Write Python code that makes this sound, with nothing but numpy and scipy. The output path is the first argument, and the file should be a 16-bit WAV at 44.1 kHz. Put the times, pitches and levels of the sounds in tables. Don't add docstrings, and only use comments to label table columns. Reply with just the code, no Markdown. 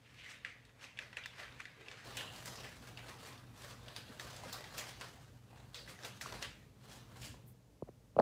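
import sys
import numpy as np
from scipy import signal
from scipy.fft import rfft, irfft, next_fast_len
from scipy.io import wavfile

SR = 44100
rng = np.random.default_rng(int(sys.argv[2]) if len(sys.argv) > 2 else 0)


def generate_wav(signal):
    frames = np.transpose(np.atleast_2d(signal))
    scaled = np.clip(frames, -1, 1) * 32767
    pcm = np.round(scaled).astype(np.int16)
    wavfile.write(sys.argv[1], SR, pcm)


def invert_db(x):
    u = np.asarray(x, float) / 20
    return 10 ** u


N = 362061


def rms_one(x):
    return x / np.sqrt(np.mean(x ** 2) + 1e-20)


def in_time(rows):
    s, *columns = np.transpose(rows)
    return [np.interp(np.arange(N) / SR, s, c) for c in columns]


def at_hz(points, hz):
    table_hz, values = np.transpose(points)
    return np.interp(np.log(hz), np.log(table_hz), values)


def drift(rate_hz):
    r = np.exp(-80 * np.pi * rate_hz / SR)
    white = rng.standard_normal(N // 40 + 2002)
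    slow = signal.lfilter([1], [1, -2 * r, r * r], white)[2000:]
    return np.interp(np.arange(N) / 40, np.arange(len(slow)), rms_one(slow))


def colour(x, spectrum):
    size = next_fast_len(N)
    hz = np.arange(size // 2 + 1) * SR / size + 1
    low_fall = np.minimum(hz / spectrum[0][0], 1) ** 3
    gain = invert_db(at_hz(spectrum, hz)) * low_fall
    return rms_one(irfft(rfft(x, size) * gain, size)[:N])


def resonate(x, hz, width_hz):
    r = np.exp(-np.pi * width_hz / SR)
    poles = [1, -2 * r * np.cos(2 * np.pi * hz / SR), r * r]
    return signal.lfilter([(1 - r * r) / 2, 0, (r * r - 1) / 2], poles, x)


def band_pass(x, order, low_hz, high_hz):
    return signal.sosfilt(signal.butter(order, [low_hz, high_hz], "band", fs=SR, output="sos"), x)


def swells(s, db, rise_s, fade_s):
    late_s = np.arange(0, N + 64, 64)[:, None] / SR - s
    below = np.maximum(-late_s / np.abs(rise_s), late_s / np.abs(fade_s))
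    power = np.sum(invert_db(2 * (db - 20 * below)), axis=1)
    return np.interp(np.arange(N) / 64, np.arange(len(power)), 10 * np.log10(power + 1e-20))


# start_s, level_db
BACKGROUND = [(0.0, -68), (0.4, -68), (1.5, -67), (2.0, -67), (2.06, -60), (3.3, -61), (4.4, -61),
              (5.5, -62), (6.25, -61), (6.5, -60), (6.75, -62.5), (7.33, -57.5), (7.5, -61), (7.63, -67),
              (7.85, -66.5), (8.08, -66.5), (8.15, -71)]
# pitch_hz, level_db (per Hz)
RUMBLE = [(40, -19), (55, -2), (80, -12.5), (100, -2), (160, -10), (260, -11.5), (500, -27.5), (900, -44.5)]
HISS = [(180, -32), (300, -5.5), (372, -41.5), (418, -6), (1400, -23.5), (6670, -27), (8410, -30),
        (15800, -37.5)]
# peak_s, level_db, half_length_s
LUMPS = [
    (1.7, -74.5, .1),
    (2.5, -69, .3),
    (3.5, -65.5, 0.2807),
    (5.3, -52, 0.441),
    (6.37, -43, 0.073),
    (6.556, -58, 0.435),
    (7.305, -51, 0.33),
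    (7.851, -54, 0.1277),
    (8.175, -44.5, 0.0544),
]


def background():
    hum_hz, lump_floor_db, hiss_db = 121.6, -76.5, -73
    level_db, = in_time(BACKGROUND)
    rumble = invert_db(1.6 * drift(6)) * colour(rng.standard_normal(N), RUMBLE)
    steady = np.sqrt(2) * np.sin(2 * np.pi * hum_hz * np.arange(N) / SR)
    wobble = rms_one(resonate(rng.standard_normal(N), hum_hz, 31))
    hum = invert_db(0.5) * (0.65 * steady + 0.5 * wobble)
    s, db, half_s = np.transpose(LUMPS)
    lumps = np.hypot(invert_db(swells(s, db, half_s, half_s)), invert_db(lump_floor_db))
    deep = invert_db(-10.5) * lumps * rms_one(resonate(rng.standard_normal(N), 74, 32))
    hiss = invert_db(hiss_db) * colour(rng.standard_normal(N), HISS)
    return invert_db(level_db) * (rumble + hum) + deep + hiss


# start_s, level_db, brightness_db
HANDLING = [(0.0, -72.5, 0), (0.2, -66, 6), (0.55, -67.5, -12), (0.76, -84, 0), (1.75, -64, -3.5),
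            (2.03, -59, -1), (2.1, -59, -6), (2.6, -59, -0.5), (3.0, -72.5, 2), (3.35, -59.5, -16),
            (3.5, -70.5, -5), (3.8, -63.5, -1.5), (4.6, -57, -4.5), (5.1, -64, 2), (5.4, -78, 2.5),
            (6.3, -67, -1), (6.7, -78, -2), (7.35, -75, -18)]
# peak_s, level_db, swell_s, fade_s (both over 20 dB), brightness_db
UNFOLD = [
    (0.32, -60.5, 0.14, 0.03947, 14),
    (0.85, -54.5, 0.08518, 0.02, 7),
    (1.023, -53, 0.099, 0.14, -2.5),
    (1.17, -52, .02, 0.056, -1),
    (1.23, -55, 0.044, 0.03154, -14),
    (1.4, -52, 0.12, 0.1657, 1),
    (1.61, -59, 0.13, 0.126, 5),
    (1.89, -69, 0.01844, 0.1329, 16),
]
WORK = [(2.08, -56.5, 0.0644, 0.2116, -0.5), (2.19, -53.5, 0.098, 0.1058, 5.5),
        (2.33, -60.5, 0.03113, 0.52, 7), (2.46, -54, 0.042, 0.13, 11), (2.67, -56.5, 0.1669, 0.038, -2),
        (2.76, -67, .05, 0.02854, 16), (2.89, -56.5, 0.2029, 0.0522, 1), (2.99, -54, 0.0328, 0.032, -4),
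        (3.1, -54, 0.1207, 0.13015, -4), (3.27, -59, 0.13, 0.112, 9), (3.63, -57.5, 0.12, 0.17, 6),
        (3.7, -57.5, 0.14, 0.0607, 4), (3.9, -55.5, 0.13, 0.03634, -23), (3.97, -61, .02, 0.22, -10),
        (4.199, -52.5, 0.01908, 0.24, 3.5), (4.31, -60.5, 0.1515, 0.024, 7),
        (4.37, -61, 0.02546, 0.02886, 13), (4.53, -55.5, 0.17, 0.12, 0.5), (4.63, -73, 0.0799, 0.28, -3),
        (4.783, -51, 0.027, 0.099, 12), (4.74, -57.5, .08, 0.23, 2), (4.89, -58, 0.028, 0.058, 8.5),
        (5.01, -53, 0.02425, 0.086, -4)]
TURN = [(5.6, -65.5, 0.2115, 0.1244, -10.5), (5.749, -60.5, 0.023, 0.13, 10), (5.898, -53, 0.051, 0.07, 3),
        (6.05, -52, 0.05335, 0.068, 3), (6.217, -49, 0.012, 0.022, 15), (6.265, -55.5, 0.02256, 0.18, -1),
        (6.165, -63.5, 0.0177, 0.029, 12), (6.35, -55, 0.19, 0.14, 0), (6.427, -47, 0.027, 0.047, 3),
        (6.85, -62, 0.07307, 0.03925, 4), (6.93, -58.5, 0.1, 0.1482, 6), (7.17, -61, 0.1788, 0.043, -6),
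        (7.26, -59.5, 0.14, 0.063, 16)]
# pitch_hz, level_db (per Hz)
BAG_BODY = [(180, -3), (300, -1), (500, 6.5), (800, 2.5), (1200, -1.5), (2000, -49)]
CREASES = [(600, -18), (1100, -6.5), (1600, 1), (2200, -4.5), (3000, -5), (4500, -9.5), (7000, -31.5)]
FINE = [(2500, -14.5), (4200, -3), (6000, -1.5), (8000, -1), (9500, -14), (13000, -14.5)]
AIRY = [(6500, -16), (9000, 7), (11000, 8.5), (13500, -5), (16000, -1)]
# level_db (above a squeeze), brightness_share, stretch (of swell and fade, ratio)
PARTS = [
    (-3, -0.081, 1.31),
    (0, 0.12, 1.04),
    (-5, 0.9, 0.73),
    (-15.5, 0.66, 1.1313),
]


def crumpling(per_s, spread_db, clump_db):
    hands_still_s, stop_s = 7.4, 0.13
    born = rng.random(N) < per_s / SR
    size_db = spread_db * np.minimum(rng.exponential(1, N), 3.5)
    pops = born * invert_db(size_db) * rng.choice([-1, 1], N)
    stop_db = 20 * np.maximum(np.arange(N) / SR - hands_still_s, 0) / stop_s
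    pops = pops * invert_db(clump_db * drift(52.76) - stop_db)
    s, db, swell_s, fade_s, bright_db = np.transpose(UNFOLD + WORK + TURN)
    steady_db, steady_bright_db = in_time(HANDLING)
    out = 0
    for (part_db, share, stretch), shape in zip(PARTS, (BAG_BODY, CREASES, FINE, AIRY)):
        squeezes_db = swells(s, db + share * bright_db, stretch * swell_s, stretch * fade_s)
        gain = np.hypot(invert_db(squeezes_db), invert_db(steady_db + share * steady_bright_db))
        out = out + invert_db(part_db) * gain * colour(pops, shape)
    return out


def panels(film, ring_db, sharpness, grip_s, count):
    size, out = round(grip_s * SR), np.zeros(N)
    starts = np.arange(0, N - 2 * size, size)
    for at, draws in zip(starts, rng.random((len(starts), count))):
        piece = film[at:at + 2 * size] * np.hanning(2 * size)
        for hz in 280 * (7000 / 280) ** draws:
            out[at:at + 2 * size] += resonate(piece, hz, hz / sharpness)
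    return invert_db(ring_db) * out


# pitch_hz, t60_s
KITCHEN = [(300, 0.06145), (1000, 0.3), (2500, 0.47), (6000, 0.36), (14000, 0.2233)]


def kitchen(x, first_wall_s, patchy_db):
    edges = 250 * 2 ** np.arange(0, 6.4, 1 / 3)
    echo, white = 0, rng.standard_normal((2, N))
    for k, (low, high) in enumerate(zip(edges, edges[1:])):
        keep = invert_db(-120 / SR / at_hz(KITCHEN, np.sqrt(low * high)))
        energy = signal.lfilter([1 - keep], [1, -keep], band_pass(x, 2, low, high) ** 2)
        patches = invert_db(patchy_db * drift(4.9))
        echo = echo + np.sqrt(energy) * patches * rms_one(band_pass(white[k % 2], 2, low, high))
    return np.roll(echo, round(first_wall_s * SR))


def noise_filter(x):
    opens_s, focus_hz, focus_width_hz, focus_db = 2.05, 2150, 1000, 0.5
    closed = np.clip((opens_s - np.arange(N) / SR) / 0.01, 0, 1)
    focus = invert_db(focus_db) * resonate(x, focus_hz, focus_width_hz)
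    dull = 0.5 * band_pass(x, 1, 450, 9000)
    return x + closed * (focus + dull - x)


# start_s, level_db, pitch_hz, fade_s (over 20 dB), sharpness (pitch over width, ratio)
FOLDS = [(0.06, -65, 2269, .15, 1.756), (0.19, -56.5, 2470, .3, 1.5), (0.25, -54.5, 1960, .2, 2.7),
         (0.31, -53, 2174, -0.2, 0.942), (0.461, -50, 2150, -0.25, 3.1), (0.845, -61, 440, -0.15, 3.06),
         (1.015, -53, 2270, -0.2, 2.2), (1.175, -56, 500, -0.5, 3.1), (1.184, -51, 1900, -0.5, 3.8),
         (1.39, -59.5, 405.8, -0.3, 2.5), (1.6, -48, 1210, 0.0193, 2), (1.8, -63, 420, 0.6793, 2.168),
         (1.89, -60.5, 454, .1, 2.7), (2.182, -50.5, 2850, 1.5, 5.9), (2.243, -51, 792, -0.1, 1.5),
         (2.487, -62, 900, -1, 1.022), (2.56, -54.5, 5030, .15, 2.854), (2.648, -53.5, 2150, 0, 2.3),
         (2.98, -57.5, 790.8, -0.2, 2.5), (4.1, -54, 230, -0.1, 3.005), (4.438, -54, 760, -0.2, 3.1),
         (4.46, -50, 521.7, -0.14, 3.6), (4.645, -58, 3427, -0.2, 1.855), (4.79, -51, 763, -0.3, 2.6),
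         (4.81, -51.5, 2050, .08, 3.5), (5.02, -67, 1290, 0.2025, 2.26), (5.15, -64, 748.9, .16, 2.586),
         (5.53, -66.5, 774.7, 0.8, 3.34), (5.77, -63.5, 493.1, .16, 3.5), (5.76, -61, 3947, .2, 3),
         (5.79, -56.5, 2374, -0.4, 3.1), (5.88, -62, 1789, -0.5, 4.76), (6.045, -53, 402, 0, 4),
         (6.06, -73, 6296, 7.6881, 5.5), (6.26, -47, 1200, .025, 2.6), (6.321, -51, 902.3, 0, 1.1),
         (6.44, -52.5, 2600, -6, 2.8), (6.434, -52, 1140, 0.06, 1.8), (7.23, -53.5, 2811, 0.135, 2.2),
         (7.5, -67, 187, .16, 2.5)]


def folds():
    swell_share, shortest_s, longest_s = 0.15, 0.015, 0.3
    lead = SR // 8
    out, t = np.zeros(N + SR), np.arange(-lead, SR // 3) / SR
    grains = rng.standard_normal((len(FOLDS), len(t))) ** 3
    for (s, db, hz, fade_s, sharpness), noise in zip(FOLDS, grains):
        width_hz = hz / sharpness
        tone = rms_one(resonate(resonate(noise, hz, width_hz), hz, width_hz))
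        drop_db = 20 * np.maximum(-t / swell_share, t) / np.clip(fade_s, shortest_s, longest_s)
        at = round(s * SR)
        out[at:at + len(t)] += tone * invert_db(db - drop_db)
    return out[lead:lead + N]


def snap_colour(x, hz, body_db, edge_db, octaves):
    usual_edge_db = -16.5
    top_db = -5 + edge_db + 0.32 * (edge_db - usual_edge_db)
    bands = [(hz / 2 ** octaves, hz * 2 ** octaves, 0),
             (1063, 4570, 2.7),
             (400, 1100, body_db + 6.5),
             (3800, 9000, edge_db + 6.5),
             (8000, 16000, top_db)]
    return sum(invert_db(db) / np.sqrt(high - low) * band_pass(x, 2, low, high) for low, high, db in bands)


# start_s, peak_db, pitch_hz, brightness_db, room_share_db
SNAPS = [(0.4468, -30.5, 1850, -7, -10.5), (0.84, -39, 2830, 11, -8), (0.9875, -30, 1920, -3, -18),
         (1.1275, -40, 1510, -12.5, -10), (1.1682, -29.5, 2150, 5.5, -14.5),
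         (1.2572, -28.5, 3954, 14.5, -14), (1.6016, -35, 2230, 1, -20), (1.6528, -36.5, 1740, -7.5, -17),
         (1.8824, -35.5, 2900, -6, -22), (1.9125, -36, 1350, -7, -9), (2.168, -31, 2802, 12, -3.5),
         (2.2074, -35.5, 2000, 2, -15), (2.4558, -34.5, 1930, 21, -14), (2.6425, -41.5, 2000, -13.5, -3),
         (3.9617, -30.5, 3705, 8, -9.5), (4.1956, -33, 1620, -4, -19), (4.5263, -30, 1292, 21.5, -7),
         (4.779, -33, 2584, 16.5, -7), (5.0096, -35, 1298, 2, -6), (5.743, -35.5, 3647, -2, -5.5),
         (6.047, -34.5, 2795, 3, -5), (6.21, -33, 1770, -8, -9), (6.3225, -36, 1554, -15.5, -12),
         (6.4245, -28.5, 2286, -1, -7.5)]
# start_s, peak_db, pitch_hz, brightness_db
SMALL_SNAPS = [(0.65, -48.5, 3880, 16), (0.2891, -44, 2040, -0.5), (0.6918, -53, 1413, -2),
               (0.81, -48, 3350, -12), (0.9717, -40, 2600, -2), (1.236, -39, 3074, 0),
               (1.383, -46, 1547, -7), (1.522, -46, 1333, -5), (1.614, -43.5, 2200, -9),
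               (1.8594, -50, 2316, -15), (2.1056, -42, 2360, 1), (2.3592, -41, 4444, 0),
               (2.554, -43.5, 5533, -6), (2.7452, -52, 1910, -3), (2.872, -45, 1350, 8),
               (2.9719, -37, 2680, -8), (3.0822, -41, 1330, -5), (3.248, -45.5, 1793, -2),
               (3.376, -49.5, 3600, 4), (4.209, -45.5, 4500, 3), (4.532, -40, 1300, -6),
               (4.9996, -47, 5500, 5), (3.881, -39, 3057, -11), (4.3628, -42, 3700, 8),
               (4.4338, -38.5, 799.2, 5), (4.6399, -38.5, 1840, -7), (4.892, -43, 2040, -0.5),
               (5.529, -50, 745, -20.5), (5.573, -54, 1490, 0), (5.875, -46, 1920, -4),
               (5.883, -48, 2504, 0), (5.988, -44.5, 1680, -8), (6.025, -48, 3500, -5),
               (6.0328, -38.5, 1740, -12), (6.2873, -41.5, 1920, -5), (6.895, -50, 5000, 4.5),
               (7.23, -45, 3000, 2), (6.2611, -40.5, 1207, -9), (7.215, -51, 2520, 4.5),
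               (7.34, -47.5, 894, -17)]
# delay_s, level_db
EARLY = [
    (.0026, -3.5),
    (.0045, -9.5),
    (.0066, -8),
]


def snaps(crack_s, octaves):
    small_room_db = -9
    dry, wet, t = np.zeros(N + SR), np.zeros(N + SR), np.arange(SR // 30) / SR
    echoes = np.zeros(SR // 100)
    for delay_s, echo_db in [(0.0015, 0), *EARLY]:
        echoes[round(delay_s * SR)] = invert_db(echo_db)
    rows = [*SNAPS] + [(*row, small_room_db) for row in SMALL_SNAPS]
    for (s, db, hz, bright_db, room_db), noise in zip(rows, rng.standard_normal((len(rows), len(t)))):
        body_db = -15 - bright_db - 8 * np.log2(hz / 1500)
        edge_db = -16.5 + bright_db
        crackle = np.convolve(noise * np.exp(-t / crack_s), echoes)[:len(t)]
        pop = snap_colour(crackle, hz, body_db, edge_db, octaves)
        pop = invert_db(db) * pop / np.abs(pop).max()
        click = snap_colour(1. * (t == 0), hz, body_db, edge_db, octaves)
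        at = round(s * SR)
        dry[at:at + len(t)] += pop
        wet[at:at + len(t)] += rms_one(click) * np.std(pop) * invert_db(room_db + 7.5)
    return dry[:N], wet[:N]


def brush():
    peak_s, level_db, rise_s, fade_s, ends_s = 7.48, -62.5, 0.02337, 0.079, 7.53
    hiss = colour(rng.standard_normal(N), [(5000, -24.5), (9000, -4), (13000, 2.5), (16000, -1.0)])
    return invert_db(swells(peak_s, level_db, rise_s, fade_s)) * (np.arange(N) < ends_s * SR) * hiss


# start_s, peak_db, first_pitch_hz, t60_s, sag_s
TAPS = [(7.8229, -23.5, 640, 0.013, 0.0086), (7.826, -36, 257, 0.0444, 0.0097),
        (7.874, -54.5, 756.3, .04, 0.03344), (7.8835, -46.5, 758.2, 0.01579, 0.02452),
        (7.8886, -35.5, 700, 0.017396, .008), (7.892, -43, 300, 0.026, 0.013),
        (8.1653, -15, 655, 0.011, 0.013), (8.169, -33, 250, 0.036, .01), (8.176, -40.5, 500, .05, .02),
        (8.1825, -27, 624.4, .03, .03), (8.189, -30, 1215, 0.014, 0.01137), (8.188, -11, 770, 0.033, 0.013),
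        (8.1928, -24, 414, .04, 0.0093), (8.1979, -11, 1016, 0.019, .009), (8.203, -20, 617, 0.01935, 0.04)]
# start_s, peak_db, pitch_hz
TICKS = [
    (7.886, -59.5, 1946),
    (8.1642, -54, 2800),
    (8.1881, -40, 2600),
    (8.1915, -60, 4466),
    (8.198, -38.5, 4400),
]


def housing(touch_s):
    shell_skew = 0.15
    rattle_db, rattle_t60_s, tick_t60_s = -12.5, 0.06, 0.0072
    out, t = np.zeros(N + SR), np.arange(SR // 10) / SR
    for s, db, hz, t60_s, sag_s in TAPS:
        at = round(s * SR)
        phase = 2 * np.pi * hz * sag_s * (1 - np.exp(-t / sag_s))
        touch = (1 - np.exp(-t / touch_s)) ** 3
        shell = np.sin(phase) + shell_skew * np.cos(2 * phase)
        out[at:at + len(t)] += touch * invert_db(db + 3.5 - 60 * t / t60_s) * shell
    for (s, db, hz), noise in zip(TICKS, rng.standard_normal((len(TICKS), len(t)))):
        at = round(s * SR)
        tick = invert_db(db - 60 * t / tick_t60_s) * np.sin(2 * np.pi * hz * t)
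        rattle = invert_db(db + rattle_db - 60 * t / rattle_t60_s) * resonate(noise, 2500, 3000)
        out[at:at + len(t)] += tick + rattle
    return out[:N]


def scene():
    creases = crumpling(per_s=3500, spread_db=2.1, clump_db=2.5)
    direct, to_walls = snaps(crack_s=0.0011, octaves=0.35)
    room = kitchen(invert_db(-7.5) * creases + to_walls, first_wall_s=0.003, patchy_db=2.0)
    film = invert_db(-5) * creases + room
    ringing = panels(film, ring_db=1.0, sharpness=35.6, grip_s=0.04, count=8)
    bag = noise_filter(film + ringing + direct)
    return (background() + bag + folds() + brush() + housing(touch_s=0.00094))[None]


def band_limit(x):
    return signal.sosfilt(signal.butter(12, 16480, fs=SR, output="sos"), x)


def record(dry):
    bass_cut = signal.butter(4, 42, "high", fs=SR, output="sos")
    top_cut = signal.cheby2(14, 60, 16280, fs=SR, output="sos")
    mix = signal.sosfilt(top_cut, signal.sosfilt(bass_cut, dry))
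    return band_limit(mix)


dry = scene()
out = record(dry)
generate_wav(out)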